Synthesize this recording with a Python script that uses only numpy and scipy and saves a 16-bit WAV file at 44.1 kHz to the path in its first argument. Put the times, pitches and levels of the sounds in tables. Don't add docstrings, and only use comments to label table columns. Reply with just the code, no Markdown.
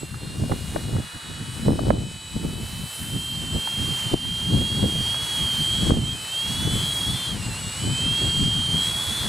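import sys
import numpy as np
from scipy import signal
from scipy.fft import rfft, irfft, next_fast_len
from scipy.io import wavfile
from scipy.ndimage import uniform_filter1d

SR = 44100
rng = np.random.default_rng(int(sys.argv[2]) if len(sys.argv) > 2 else 0)


def file_out(sig):
    cols = np.atleast_2d(sig).T
    lim = np.clip(cols, -1, 1)
    pcm = np.round(lim * 32767).astype(np.int16)
    wavfile.write(sys.argv[1], SR, pcm)


N = 409644

# time in seconds, commutation rate in Hz (before jitter).
NEAR_PITCH = [(0, 2740), (.5, 2847), (1.48, 2972), (2.01, 3015), (2.3, 2985), (2.72, 3030), (3.05, 3090),
              (3.2, 3160), (3.33, 3172), (3.47, 3110), (3.7, 3205), (3.97, 3161), (4.146, 3104),
              (4.24, 3165), (4.43, 3185), (4.78, 3273), (4.9, 3220), (5.05, 3198), (5.25, 3326),
              (5.58, 3153), (5.84, 3295), (6.02, 3100), (6.12, 3215), (6.18, 3065), (6.256, 3026),
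              (6.42, 3250), (6.59, 3377), (6.735, 3406), (6.93, 3302), (7.05, 3272), (7.19, 3555),
              (7.25, 3490), (7.338, 3130), (7.423, 2743), (7.473, 2820), (7.518, 2680), (7.575, 2800),
              (7.6, 2950), (7.62, 2865), (7.722, 2843), (7.837, 3020), (8.196, 3248), (8.33, 3212),
              (8.57, 3189), (8.71, 3148), (8.9, 3360), (8.97, 3300), (9.03, 3390), (9.08, 3315),
              (9.21, 3545), (9.289, 3394)]
FAR_PITCH = [(0, 2351), (.92, 2502), (2.44, 2544), (2.69, 2620), (2.784, 2602), (3.13, 2700), (3.58, 2745),
             (3.88, 2758), (4.45, 2850), (4.67, 2797), (5.03, 2895), (5.51, 3010), (5.74, 3120),
             (5.85, 3110), (6.13, 2498), (6.575, 2910), (6.93, 3272), (7.11, 3360), (7.215, 3125),
             (7.303, 3227), (7.5, 2290), (7.6, 2280), (7.82, 2430), (8.12, 2701), (8.625, 2926),
             (8.98, 3398), (9.03, 3464), (9.08, 3470), (9.21, 3280), (9.289, 3384)]
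# time in seconds, frequency in Hz.
SWITCHING_PITCH = [(0, 7765), (1.4, 7759), (5.9, 7750), (6.15, 7762), (7.3, 7746), (7.55, 7768),
                   (9.29, 7742)]
# time in seconds, level in dB before flicker.
SWITCHING_LEVEL = [(0, -45), (.28, -57.5), (1.35, -51), (1.84, -53), (2.21, -45), (2.63, -50.5),
                   (3.4, -41.5), (3.97, -50), (5.2, -50), (6.5, -41), (7.23, -49), (7.72, -38), (8.2, -42),
                   (8.39, -34.5), (8.69, -52), (8.86, -41), (9.28, -52)]
SIDE_TONES = [(0, 7), (0, 8), (0, 9), (0, 12), (0, 18), (1, -9), (1, -8), (1, -7), (1, -6), (1, -2), (1, 2),
              (1, 6)]
# level in dB before load, frame and flicker.
NEAR_SIDE_DB = [-57.5, -56.5, -52, -63, -65, -54.5, -76, -65, -47.5, -59, -55.5, -59]
FAR_SIDE_DB = [-60, -76, -56.5, -55, -74, -57, -61, -55.5, -54, -64, -55, -53.5]
# frequency in Hz, gain in dB.
FRAME_GAIN = [(2800, -12), (3300, 2), (3600, -4.5), (3820, 5), (4050, 7), (4300, -1.5), (4550, -3.5),
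              (4750, -14.5), (5500, -4), (6500, 1), (8800, 0), (10200, -6.5), (11100, 0)]
# whine in Hz, level in dB before trim and load.
BELL_RING = [(2300, -60), (2550, -44.5), (2750, -44), (2950, -45), (3080, -37.5), (3170, -31),
             (3240, -30.5), (3320, -36.5), (3420, -37.5), (3550, -41.5)]
# time in seconds, level in dB (each use adds its own offset).
LOAD_HISS = [(0, -53.5), (.5, -50), (1.6, -49), (2.1, -46.5), (2.6, -50), (3.03, -49.5), (4.2, -42),
             (5, -43), (5.3, -40.5), (6.2, -42), (6.7, -40.5), (7.2, -41.5), (7.35, -43), (8, -40.5),
             (8.6, -41), (8.92, -40), (9.289, -39)]
# frequency in Hz, relative density in dB per Hz.
BLADE_COLOUR = [(180, -26), (300, -4.5), (470, -6.5), (900, -3.5), (2400, -5.5), (3200, -4), (3600, -5.5),
                (4000, -5.5), (5840, -9), (7500, -8), (8990, -3.5), (11000, -10), (13600, -17),
                (15800, -27)]
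# time in seconds, gain in dB before wavering.
HISS_TOP = [(0, -1), (.3, -5), (.6, -3), (2.2, -2), (3.03, 8), (3.5, 3), (4.2, -0.5), (7.2, -1), (7.4, -6),
            (7.6, -7), (7.95, -5), (8.63, -3.5), (8.92, 1.5), (9.289, -2.5)]
# frequency in Hz, share (held level beyond both ends).
TOP_REACH = [(8000, 0.26), (13000, 1)]
# time in seconds, rumble level in dB before wavering.
BREEZE_LEVEL = [(0, -42), (.35, -39), (.95, -29), (1.15, -50), (1.5, -44), (1.62, -29.5), (1.85, -22),
                (2.05, -26), (2.2, -47), (2.33, -47), (2.5, -34.5), (2.8, -35), (3, -53), (3.9, -32),
                (4.35, -37.5), (4.65, -29), (5, -33), (5.5, -38.5), (5.85, -29), (6.08, -30), (6.22, -39.5),
                (6.42, -49.5), (6.65, -29), (7, -35.5), (7.68, -35), (8.3, -33.5), (8.7, -36.5),
                (9.289, -33)]
# peak time in seconds, nominal rumble level in dB, width in seconds, flutter over rumble in dB.
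GUST_EVENTS = [(0.034, -33, 0.012, 2.5), (.244, -36, 0.066, -0.5), (.43, -25, 0.095, -8.5),
               (.52, -20, 0.017, 5.5), (0.767, -29.5, 0.057, 1), (1.162, -35.5, 0.021, -9),
               (1.297, -35.5, 0.047, -5.5), (1.416, -27, 0.037, -13), (1.692, -15.5, 0.053, -0.5),
               (1.905, -20, 0.095, 0), (2.25, -41, 0.029, -24), (2.365, -23.5, 0.016, -6.5),
               (2.444, -25, 0.038, -6.5), (2.73, -31, 0.025, -8), (3.02, -32.5, 0.027, -27.5),
               (3.153, -24, 0.055, -13.5), (3.4, -28, 0.14, -13), (3.557, -22.5, 0.036, -6.5),
               (3.826, -22.5, 0.049, -13.5), (4.069, -26.5, 0.018, -24), (4.141, -21, 0.016, 4.5),
               (4.265, -25, .06, -21), (4.55, -19, 0.11, -8.5), (4.849, -18.5, 0.048, -6.5),
               (5.42, -27.5, 0.063, -17), (5.61, -29.5, .06, -19), (5.918, -14.5, 0.04, -2),
               (5.98, -21.5, 0.089, -12), (6.14, -29, 0.036, -13), (6.5, -29, 0.057, -13),
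               (6.62, -26, 0.083, -23), (6.75, -26, 0.069, -10.5), (6.84, -33, 0.047, -14),
               (7.1, -30, 0.12, -14), (7.33, -32.5, .05, -9), (7.458, -31.5, 0.06, -10),
               (7.88, -24, 0.066, -11.5), (8.08, -26, 0.07, -11), (8.43, -22.5, .12, -22),
               (8.58, -24.5, 0.055, -14), (8.77, -33, 0.11, -19)]
# (per Hz for the noises; for the flutter, a filter gain on the kicks).
RUMBLE_COLOUR = [(12, -47), (20, -20), (65, 3), (123, 5.5), (232, -3.5), (276, -15.5), (500, -32),
                 (650, -39), (1100, -120)]
THUMP_COLOUR = [(20, -18), (60, 0.5), (110, 5), (170, 3), (260, -4.5), (400, -19), (650, -55), (1100, -120)]
FLUTTER_COLOUR = [(150, -6), (280, 0), (450, -7.5), (800, -15), (1400, -29), (2500, -53)]
# onset in seconds, nominal level in dB before a 2.5 dB lift, starting pitch in Hz,
# crack over the cycles in dB before a 2.5 dB lift of its own, pan in dB added left and taken off right.
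POP_EVENTS = [(0.142, -31.5, 1420, -1, -3), (0.436, -26, 655, -17, 9), (0.496, -20, 587, -22, 4),
              (0.518, -13, 850, -7, -7), (0.761, -14.5, 660, -7.5, 8), (0.966, -27.5, 505, -8.5, 6),
              (1.682, -12, 505, -19.5, -11), (1.791, -13, 684, -15, 7), (1.904, -6.5, 602, -12.5, -11.0),
              (1.949, -13, 488, -26, 2.5), (2.362, -34.5, 580, -22, 15), (3.558, -28, 700, -18, -8),
              (3.673, -27, 960, 3, -3.5), (4.134, -28, 510, -15, 1.5), (4.25, -27.5, 1034, -4, -5.5),
              (4.794, -21, 844, -16, -5), (4.84, -22.5, 519, -22.5, 15.5), (5.144, -35.5, 888, 9, -3.5),
              (5.905, -16.5, 540, -14, 14), (6.754, -22, 512, -18, 2)]
# frequency in Hz, relative level in dB per Hz.
CRACK_COLOUR = [(500, -16), (1000, 6.0), (1800, -8.0), (3000, -48.0), (5000, -50)]
# frequency in Hz, share in the other channel (negative inverts).
PORT_CROSSFEED = [(50, 0.4), (90, .42), (170, 0.53), (350, 0.39), (700, -0.15), (1400, -0.1), (2500, 0.56)]
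# time in seconds, pitch in Hz,
# level in dB, the last two before wavering.
LOW_TONES = [
    [(.6, 895, -77), (.9, 920, -63), (2.4, 892, -58), (3.2, 964, -74), (3.5, 965, -77)],
    [(2, 840, -81), (2.6, 876, -64), (3.4, 886, -58), (4.15, 869, -53), (5.4, 880, -56), (6, 869, -57),
     (6.8, 889, -51), (7.2, 874, -57), (8.2, 897, -57), (8.7, 882, -52.5), (9.29, 854, -56)],
]
# time in seconds, level in dB.
AIRY_LEVEL = [(.8, -54), (1.1, -44.5), (1.6, -47), (2.2, -54), (8.9, -51), (9.15, -44), (9.29, -47)]
# frequency in Hz, relative level in dB per Hz.
AIRY_COLOUR = [(700, -11), (1300, 3.5), (1900, 5), (2600, -23)]
# time in seconds, level in dB before chopping.
RASP_LEVEL = [(2.82, -56), (2.97, -41), (3.12, -47), (3.3, -44), (3.42, -54)]
# centre in Hz, width in Hz, relative level in dB.
RASP_COLOUR = [(9650, 450, 0), (10900, 350, -4), (12250, 300, -4)]

WHINE_GROWS = 0.97
COAST_DB, COAST_HZ_PER_S = 8.5, 5100
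BREEZE_FLUTTER_DB, FLUTTER_GROWS = -12, 0.52
GUST_RISE = 0.89
DUCK_OVER_DB, DUCK_SHARE, DUCK_MOST_DB = -8, 0.54, 5
RECOVER_DB_PER_S = 8
TOP_HZ = 15790


def amp(db):
    return 10 ** (np.asarray(db) / 20)


def unit(x):
    return x / np.sqrt(np.mean(x ** 2) + 1e-20)


def along(points, hz):
    f, v = np.transpose(points)
    return np.interp(np.log(hz + 1), np.log(f + 1), v)


def curves(rows):
    s, *cols = np.transpose(rows)
    return [np.interp(np.arange(N) / SR, s, c) for c in cols]


def wobble(rate):
    knots = rng.standard_normal(int(N * rate / SR) + 2)
    return np.interp(np.arange(N) * rate / SR, np.arange(len(knots)), knots)


def filtered(x, response):
    m = next_fast_len(N + 8192)
    return irfft(rfft(x, m) * response(np.fft.rfftfreq(m, 1 / SR)), m)[..., :N]


def noise(spectrum, channels):
    white = rng.standard_normal((channels, N))
    return unit(filtered(white, lambda hz: amp(along(spectrum, hz))))


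def tone(hz):
    return np.sqrt(2) * np.sin(2 * np.pi * (np.cumsum(hz) / SR + rng.random()))


def motor(rows, whine_db, side_db, overtones_grow, jitter_hz, flicker_db):
    hz = uniform_filter1d(curves(rows)[0], size=500)
    switching_hz = curves(SWITCHING_PITCH)[0]
    load_db = curves(LOAD_HISS)[0] + 47
    drive = np.tanh(uniform_filter1d(np.gradient(hz) * SR, size=1200) / COAST_HZ_PER_S)
    coast_db = COAST_DB * np.where(drive < 0, drive, 0.13 * drive)
    level_db = whine_db + along(BELL_RING, hz) + WHINE_GROWS * load_db + coast_db
    hz = hz + 7 * wobble(9) + jitter_hz * wobble(60)
    once_a_turn = 0.1 * tone(hz / 42)
    skirt = 0.12 * wobble(350)
    sound = amp(level_db + 0.28 * wobble(30)) * (1 + once_a_turn + skirt) * tone(hz)
    for (fold, multiple), tone_db in zip(SIDE_TONES, side_db):
        line_hz = fold * switching_hz + multiple * hz / 6
        growth = 0.85 if fold else overtones_grow
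        line_db = tone_db + growth * load_db + 4.9 * np.minimum(drive, 0) + along(FRAME_GAIN, line_hz)
        sound += amp(line_db + flicker_db * wobble(11)) * tone(line_hz)
    return sound


def controllers():
    hz, hiss_db = curves(SWITCHING_PITCH)[0], curves(LOAD_HISS)[0]
    shaft_hz = 72 + 2 * wobble(4.3)
    lower = amp(-15.5 + 5.9 * wobble(20)) * tone(hz - shaft_hz)
    upper = amp(-29 + 3.44 * wobble(9.2)) * tone(hz + shaft_hz)
    octave = amp(-30 + 4 * wobble(15)) * tone(2 * hz)
    flicker_db = 3.6 * wobble(11)
    switching = amp(curves(SWITCHING_LEVEL)[0] + flicker_db) * tone(hz)
    return switching + amp(hiss_db) * (lower + upper + octave)


def propellers():
    hiss_db = curves(LOAD_HISS)[0]
    bright_db = curves(HISS_TOP)[0] + 2.9 * wobble(3.02)
    spectra = signal.stft(noise(BLADE_COLOUR, channels=2), nperseg=512)[2]
    field = uniform_filter1d(rng.standard_normal(spectra.shape[1:]), size=9, axis=0)
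    patches = amp(0.7 * unit(uniform_filter1d(field, size=12, axis=1)))
    pair = signal.istft(spectra * patches, nperseg=512)[1][:, :N]
    top = filtered(pair, lambda hz: along(TOP_REACH, hz))
    mid, side = pair + top * (amp(bright_db) - 1)
    low_side = filtered(side, lambda hz: 1 / (1 + (hz / 1600) ** 4))
    side = amp(-14.5) * side + amp(-21.5) * low_side
    flutter_db = 0.9 * wobble(16)
    return amp(hiss_db + 7.0 + flutter_db) * np.array([mid + side, mid - side])


def wind():
    breeze, gust, flutter_gain = gusts()
    lumps = np.array([wobble(25), wobble(25)])
    struck = rng.random((2, N)) < 200 / SR
    sizes = amp(6.6 * np.clip(rng.standard_normal((2, N)), -2, 2))
    kicks = unit(struck * sizes * rng.choice([-1, 1], size=(2, N)))
    kicks = kicks + 0.16 * rng.standard_normal((2, N))
    thump = noise(THUMP_COLOUR, channels=2)
    thump = thump / np.sqrt(np.abs(uniform_filter1d(thump ** 2, size=1300)) + 0.05)
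    breeze_rumble = breeze * unit(amp(4.6 * lumps) * noise(RUMBLE_COLOUR, channels=2))
    gust_rumble = gust * amp(2.7 * lumps) * thump
    flutter_lumps_db = 3 * lumps
    coloured_kicks = filtered(kicks, lambda hz: amp(along(FLUTTER_COLOUR, hz)))
    flutter = flutter_gain * unit(amp(flutter_lumps_db) * coloured_kicks)
    ports = breeze_rumble + gust_rumble + flutter + pops()
    return ports + filtered(ports[::-1], lambda hz: along(PORT_CROSSFEED, hz))


def gusts():
    breeze_db = curves(BREEZE_LEVEL)[0] + 3.1 * wobble(12)
    flutter_db = breeze_db + BREEZE_FLUTTER_DB + FLUTTER_GROWS * (breeze_db + 37) + 2.7 * wobble(14)
    flutter_power = amp(2.064 * flutter_db)
    gust_power, t = np.zeros(N), np.arange(N) / SR
    for s, db, width_s, over_rumble_db in GUST_EVENTS:
        near = slice(max(round((s - 0.4) * SR), 0), round((s + 0.4) * SR))
        u = (t[near] - s) / width_s
        power = amp(2 * db - 22.5 * np.where(u < 0, -u / GUST_RISE, u))
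        gust_power[near] += power
        flutter_power[near] += power * amp(2 * over_rumble_db)
    return amp(breeze_db), np.sqrt(gust_power), np.sqrt(flutter_power)


def pops():
    ports, t = np.zeros((2, N + SR)), np.arange(SR // 20) / SR
    crackle = noise(CRACK_COLOUR, channels=1)[0]
    for (s, db, hz, crack_db, pan_db), phase in zip(POP_EVENTS, rng.random((len(POP_EVENTS), 2))):
        at = round(s * SR)
        shape = (1 - np.exp(-t / 0.0012)) * amp(-60 * t / 0.021)
        cycles = np.sin(2 * np.pi * (hz * t * (1 - 8 * t) + phase[:, None]))
        crack = amp(crack_db + 2.5 - 60 * t / 0.089) * crackle[at:at + len(t)]
        port_gain = amp(db + 2.5 + pan_db * np.array([[1], [-1]]))
        ports[:, at:at + len(t)] += port_gain * shape * (cycles + crack)
    return ports[:, :N]


def hum():
    return sum(amp(db + 2.4 * wobble(11)) * tone(hz + 2.36 * wobble(10)) for hz, db in map(curves, LOW_TONES))


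def airy():
    return amp(curves(AIRY_LEVEL)[0]) * noise(AIRY_COLOUR, channels=2)


def rasp():
    def bands(hz):
        return sum(amp(db) * w * w / (w * w + (2 * (hz - centre)) ** 2) for centre, w, db in RASP_COLOUR)

    fade_in, fade_out = (RASP_LEVEL[0][0] - 0.05, -90), (RASP_LEVEL[-1][0] + 0.05, -90)
    level_db = curves([fade_in] + list(RASP_LEVEL) + [fade_out])[0]
    return amp(level_db + 2.3 * wobble(70)) * unit(filtered(rng.standard_normal(N), bands))


def scene():
    near = motor(NEAR_PITCH, 0.28, NEAR_SIDE_DB, overtones_grow=0.59, jitter_hz=3, flicker_db=2.5)
    far = motor(FAR_PITCH, -4.0, FAR_SIDE_DB, overtones_grow=0.1, jitter_hz=2.9, flicker_db=3.5)
    drone = near * amp([[-1.1], [1.1]]) + far * amp([[0.4], [-0.4]])
    drone = drone + (controllers() + rasp()) * amp([[0.6], [-0.6]])
    return drone + hum() + propellers() + airy() + wind()


def record(dry):
    level_db = 20 * np.log10(np.abs(dry).max(axis=0) + 1e-9)
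    wanted_db = np.clip(DUCK_SHARE * (level_db - DUCK_OVER_DB), 0, DUCK_MOST_DB)
    ramp_db = RECOVER_DB_PER_S * np.arange(N) / SR
    duck_db = np.maximum.accumulate(wanted_db + ramp_db) - ramp_db
    ducked = dry * amp(-uniform_filter1d(duck_db, size=200, origin=99))
    rounded = ducked / (1 + np.abs(ducked / 0.9) ** 4) ** 0.25
    return filtered(rounded, lambda hz: hz < TOP_HZ)


dry = scene()
out = record(dry)
file_out(out)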